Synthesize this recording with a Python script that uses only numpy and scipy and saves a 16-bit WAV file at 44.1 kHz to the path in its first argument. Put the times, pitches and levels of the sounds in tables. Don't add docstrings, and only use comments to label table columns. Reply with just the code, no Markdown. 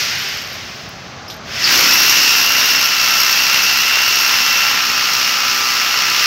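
import sys
import numpy as np
from scipy import signal
from scipy.fft import rfft, irfft
from scipy.io import wavfile
from scipy.ndimage import uniform_filter1d

SR = 44100
rng = np.random.default_rng(int(sys.argv[2]) if len(sys.argv) > 2 else 0)


def unload_audio(sound):
    columns = np.transpose(np.atleast_2d(sound))
    steps = np.round(np.clip(columns, -1, 1) * 32767)
    wavfile.write(sys.argv[1], SR, steps.astype(np.int16))


def voltage_ratio(level):
    return 10 ** (np.asarray(level, float) / 20)


N = 276045
TIME = np.arange(N) / SR
TEETH = 21
PRESS_S, EASE_S, DEEP_S, CHANGE_S = 1.71, 3.5, 4.77, 0.12


def noise():
    return rng.standard_normal(N)


def shaped(x, spectrum):
    hz, level_db = np.transpose(spectrum)
    bins = np.arange(N // 2 + 1) * SR / N + 1
    gain = voltage_ratio(np.interp(np.log(bins), np.log(hz), level_db))
    y = irfft(rfft(x) * gain, N)
    return y / np.std(y)


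def band(x, lo_hz, hi_hz):
    edges = [lo_hz, min(hi_hz, 0.45 * SR)]
    return signal.sosfilt(signal.butter(2, edges, "bandpass", fs=SR, output="sos"), x)


def resonate(envelope, modes):
    total = 0
    for hz, width_hz, level_db in modes:
        peak = signal.iirpeak(hz, hz / width_hz / 1.5, fs=SR)
        ring = signal.lfilter(*peak, signal.lfilter(*peak, envelope * noise()))
        total = total + voltage_ratio(level_db) * ring / np.std(ring)
    return total


def walk(rate_hz):
    hold = int(SR / rate_hz)
    levels = np.repeat(rng.standard_normal(N // hold + 1), hold)
    return uniform_filter1d(uniform_filter1d(levels, hold), hold)[:N]


def rise(at_s, over_s):
    return np.clip((TIME - at_s) / max(over_s, 0.001) + 0.5, 0, 1)


def curve(table):
    return np.interp(TIME, *np.transpose(table))


def bursts(turns, at, decay, scatter_db, jitter):
    chance = np.clip(rng.standard_normal((N // 400, 2)), -2, 2)
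    turn = np.floor(turns - at).astype(int) + 1
    since = (turns - at) % 1 - jitter * np.abs(chance[turn, 0])
    size = voltage_ratio(np.clip(scatter_db, 0, 6) * chance[turn, 1])
    shape = np.where(since > 0, np.exp(-np.abs(since) / decay), 0) * size
    return shape / np.sqrt(np.mean(shape ** 2))


def orders(turns, lines, flicker_db, slip):
    total = 0
    for multiple, level_db in lines:
        phase = multiple * turns + rng.random() + slip * walk(20)
        total = total + voltage_ratio(level_db + flicker_db * walk(14)) * np.sin(2 * np.pi * phase)
    return np.sqrt(2) * total


# start_s, level_db
MOTOR_LEVEL = [(0, -19), (.16, -22), (.4, -26), (.45, -29.5), (.6, -30), (.82, -34.5), (1.27, -44),
               (1.41, -48), (1.47, -33), (1.54, -25), (1.63, -18), (1.7, -14), (1.97, -16.5), (2.8, -19),
               (4.6, -19), (4.96, -21), (5.9, -20.5), (6.26, -18.5)]


def motor_level():
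    return curve(MOTOR_LEVEL)


# start_s, pitch_hz (second gear-mesh harmonic)
MOTOR_SPEED = [(1.85, 2510), (1.93, 2633), (2.09, 2769), (2.3, 2765), (2.64, 2752), (2.81, 2728),
               (2.98, 2686), (3.32, 2674), (3.66, 2762), (3.83, 2739), (4.0, 2753), (4.51, 2701),
               (4.68, 2706), (5.02, 2677), (5.36, 2661), (5.53, 2656), (5.7, 2640), (6.04, 2662)]


def motor_speed():
    return curve(MOTOR_SPEED)


# pitch_hz, level_db (per Hz)
ROAR_COLOUR = [(120, -37), (200, -14), (360, -24), (640, -14), (850, -9), (1340, -2.5), (2770, 1.5),
               (3800, 0.5), (5350, 6.5), (6600, -3.5), (8300, -20), (9800, -23), (12500, -11),
               (15700, -12.5)]
# pitch_hz, width_hz, level_db
HOUSING_MODES = [(1386, 56, -12), (2780, 370, -5), (4390, 82, -10.5), (1981, 30, -14)]


def roar(turns, share, motor_db):
    idle_db = np.maximum(0.5 + 0.3 * (motor_db + 18.5), -8.5)
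    presence_db = idle_db + (3.0 - idle_db) * rise(1.7, 0.15)
    puff = share * bursts(turns, at=0.05, decay=0.14, scatter_db=1.5, jitter=0.05)
    fan = shaped(noise(), ROAR_COLOUR)
    brushes = shaped(noise(), ROAR_COLOUR)
    unit = np.std(band(fan, 1500, 2400))
    low = band(fan, 72, 2600) * voltage_ratio(0.84 * walk(12)) * np.sqrt(1 + 0.5 * puff ** 2)
    high = band(brushes, 4260, 19000) * voltage_ratio(presence_db - 6.5 + 1.02 * walk(8.1))
    high = high * np.sqrt(1 + 0.21 * puff ** 2)
    bottom = signal.butter(4, 1400, fs=SR, output="sos")
    treble = signal.butter(4, 11000, "highpass", fs=SR, output="sos")
    low = low - 0.47 * (1 - share) * signal.sosfiltfilt(bottom, low)
    high = high - 0.4 * (1 - share) * signal.sosfiltfilt(treble, high)
    housing = resonate(np.sqrt(1 + 0.22 * puff ** 2), HOUSING_MODES) * share * voltage_ratio(1.8 * walk(4.7))
    return voltage_ratio(motor_db - 3.0) * ((low + high) / unit + housing)


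# start_s, level_db, length_s
BIT_JOLTS = [(0, -48, .06), (0.183, -43, .03), (.28, -51, .03), (0.368, -51, 0.027), (.47, -54, 0.028),
             (.53, -47, .02), (1.28, -48, .02), (1.31, -53, .03), (1.335, -56, .02), (2.845, -29, .015),
             (4.21, -36, .02), (4.679, -36, 0.029)]


def ring_gain(motor_db):
    rattle = voltage_ratio(-51 - 10 * TIME) * (1 - rise(0.56, 0.02))
    jolts = 0
    for start_s, level_db, length_s in BIT_JOLTS:
        jolts = jolts + voltage_ratio(level_db) * rise(start_s, 0.003) * np.exp(-np.abs(TIME - start_s) / length_s)
    blows = voltage_ratio(-28 - 3.6 * (TIME - PRESS_S) + 1.6 * walk(7.5)) * rise(PRESS_S, 0.04)
    return voltage_ratio(motor_db - 52) + rattle + jolts + blows


def freedom_db():
    free_db, held_db, eased_db = 4.5, -5.5, 0.1
    eased = rise(EASE_S, CHANGE_S) - rise(DEEP_S, CHANGE_S)
    return free_db + (held_db - free_db) * rise(PRESS_S, CHANGE_S) + (eased_db - held_db) * eased


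# pitch_hz, width_hz, level_db
BIT_MODES = [(13230, 280, 0), (12700, 350, -8), (9020, 140, -12)]
# pitch_hz, width_hz, level_db
SHANK_MODES = [(13080, 650, 1), (15000, 2400, -2), (5560, 450, 8)]


def bit(turns, share, motor_db):
    blow = bursts(turns, at=0.1, decay=0.13, scatter_db=4.0, jitter=0.06)
    rebound = bursts(turns, at=0.6, decay=0.13, scatter_db=4.5, jitter=0.1)
    grit = 0.55 * voltage_ratio(2.5 * walk(150))
    knocks = blow + 0.6 * rebound + grit
    ringing = resonate(knocks, BIT_MODES) * voltage_ratio(freedom_db()) + share * resonate(knocks, SHANK_MODES)
    return voltage_ratio(1.0) * ring_gain(motor_db) * ringing


def ducked_db(motor_db):
    keep = np.exp(-1 / (0.9 * SR))
    push_db = 0.48 * np.maximum(motor_db + 39.5, 0)
    duck_db = signal.lfilter([1 - keep], [1, -keep], push_db, zi=[3.5])[0]
    return -36.5 - duck_db - 0.7 * np.maximum(TIME - PRESS_S, 0)


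# pitch_hz, level_db (per Hz)
STREET_COLOUR = [(24, -33), (40, -6.5), (140, 0.5), (318, -10), (389, -6), (512, -10.5), (566, -7),
                 (844, -6.5), (909, -13.5), (1140, -7), (2940, -17.5), (5100, -18), (6230, -19),
                 (8620, -47), (15700, -61)]


def street(motor_db):
    hum = shaped(noise(), STREET_COLOUR) * voltage_ratio(0.21 * walk(4.7))
    return voltage_ratio(ducked_db(motor_db)) * hum / np.std(band(hum, 50, 170))


# start_s, level_db (peak), pitch_hz (centre), width_hz, decay_s
TIP_TICKS = [
    (.891, -30, 14000, 8000, 0.0025),
    (1.639, -4, 4870, 1200, 0.033),
    (1.28, -26, 5300, 900, 0.0086),
    (1.3, -16, 3800, 4600, .003),
    (1.302, -21.5, 4500, 3000, 0.025),
    (1.32, -30, 4200, 4000, .001),
    (1.331, -38, 8000, 10000, 0.0015),
    (1.301, -38, 11000, 9000, .002),
]


def ticks():
    out, t = np.zeros(N), np.arange(2048) / SR
    for start_s, level_db, pitch_hz, width_hz, decay_s in TIP_TICKS:
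        edges = pitch_hz - width_hz / 2, pitch_hz + width_hz / 2
        scrape = rng.standard_normal(2048) * np.exp(-t / decay_s)
        click = band(band(scrape, *edges), *edges)
        start = int(start_s * SR)
        out[start:start + 2048] += voltage_ratio(level_db) * click / np.max(np.abs(click))
    return out


# middle_s, half_length_s, pitch_hz, level_db
FAR_HUMS = [
    (1.12, .12, 2780, -52),
    (1.45, .18, 642, -45),
]


def far_tones():
    total = 0
    for middle_s, half_s, pitch_hz, level_db in FAR_HUMS:
        swell = voltage_ratio(level_db + 2 * walk(15.3)) * np.exp(-((TIME - middle_s) / half_s) ** 4)
        total = total + swell * np.sin(2 * np.pi * (pitch_hz * TIME + 0.1 * walk(14)))
    return total


SLAB_THUMP = {2: -55, 3: -54, 4: -48, 5: -48, 6: -49, 7: -50.5, 8: -51, 9: -49, 11: -53}


def slab(turns, share):
    bite = np.exp(-np.abs(TIME - 1.8) / 0.53)
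    crunch = voltage_ratio(-32.5) * bite * resonate(1.0, [(290, 110, 0)])
    thump = orders(turns, list(SLAB_THUMP.items()), flicker_db=-3.0, slip=0.027)
    return share * (voltage_ratio(8.0 * bite) * thump + crunch)


def chips(share):
    count = int(35 * N / SR)
    at, size = rng.random((count, 2)).T
    hits = np.zeros(N)
    hits[(at * N).astype(int)] = voltage_ratio(-4 * np.log(size + 0.01))
    tail = signal.lfilter([1], [1, -np.exp(-1 / (0.0012 * SR))], hits)
    spit = band(band(tail * noise(), 12000, 17000), 12000, 17000)
    return voltage_ratio(-26) * share * spit


# multiple of the blow rate, level_db, slope_db (per 100 Hz of speed), deep_db (change when deep)
MESH_LINES = [(42, -22.5, 0.5, -11), (21, -33.5, -10.5, -1.5), (40, -31.5, 18, 7.5), (19, -41.5, -3.5, 6)]
GEAR_SIDEBANDS = {13: -43, 16: -41, 20: -38, 23: -38, 36: -38, 43: -34, 44: -32, 45: -34, 47: -39, 63: -41,
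                  84: -33, 87: -35}


def gears(turns, second_hz):
    off = np.clip(second_hz - 2728, -49.7, 49.7) / 100
    mesh = []
    for multiple, level_db, slope_db, deep_db in MESH_LINES:
        mesh.append((np.round(multiple), level_db + slope_db * off + deep_db * rise(DEEP_S, CHANGE_S)))
    steady = orders(turns, mesh, flicker_db=2.4, slip=0.025)
    steady = steady * (1 + 0.35 * np.cos(4 * np.pi * turns + walk(30)))
    sidebands = orders(turns, list(GEAR_SIDEBANDS.items()), flicker_db=3.0, slip=0.04)
    return rise(1.835, 0.17) * (steady + sidebands)


def scene():
    motor_db, second_hz = motor_level(), motor_speed()
    turns = np.cumsum(second_hz / (2 * TEETH)) / SR
    share = rise(1.66, 0.17)
    tool = roar(turns, share, motor_db) + bit(turns, share, motor_db)
    tool = tool + ticks() + slab(turns, share) + chips(share)
    wall = 0.24 * np.roll(tool, int(0.011 * SR))
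    mix = tool + wall + gears(turns, second_hz) + street(motor_db) + far_tones()
    return mix[None]


def roll_off(x):
    return signal.sosfilt(signal.butter(12, 16870, fs=SR, output="sos"), x)


def record(dry):
    hiss = voltage_ratio(-68) * band(noise(), 9500, 17000)
    bass = signal.butter(7, 52, "highpass", fs=SR, output="sos")
    top = signal.ellip(14, 0.3, 80, 15760, fs=SR, output="sos")
    rounded = 0.9 * np.tanh((dry + hiss) / 0.9)
    return roll_off(signal.sosfilt(np.vstack([bass, top]), rounded))


dry = scene()
out = record(dry)
unload_audio(out)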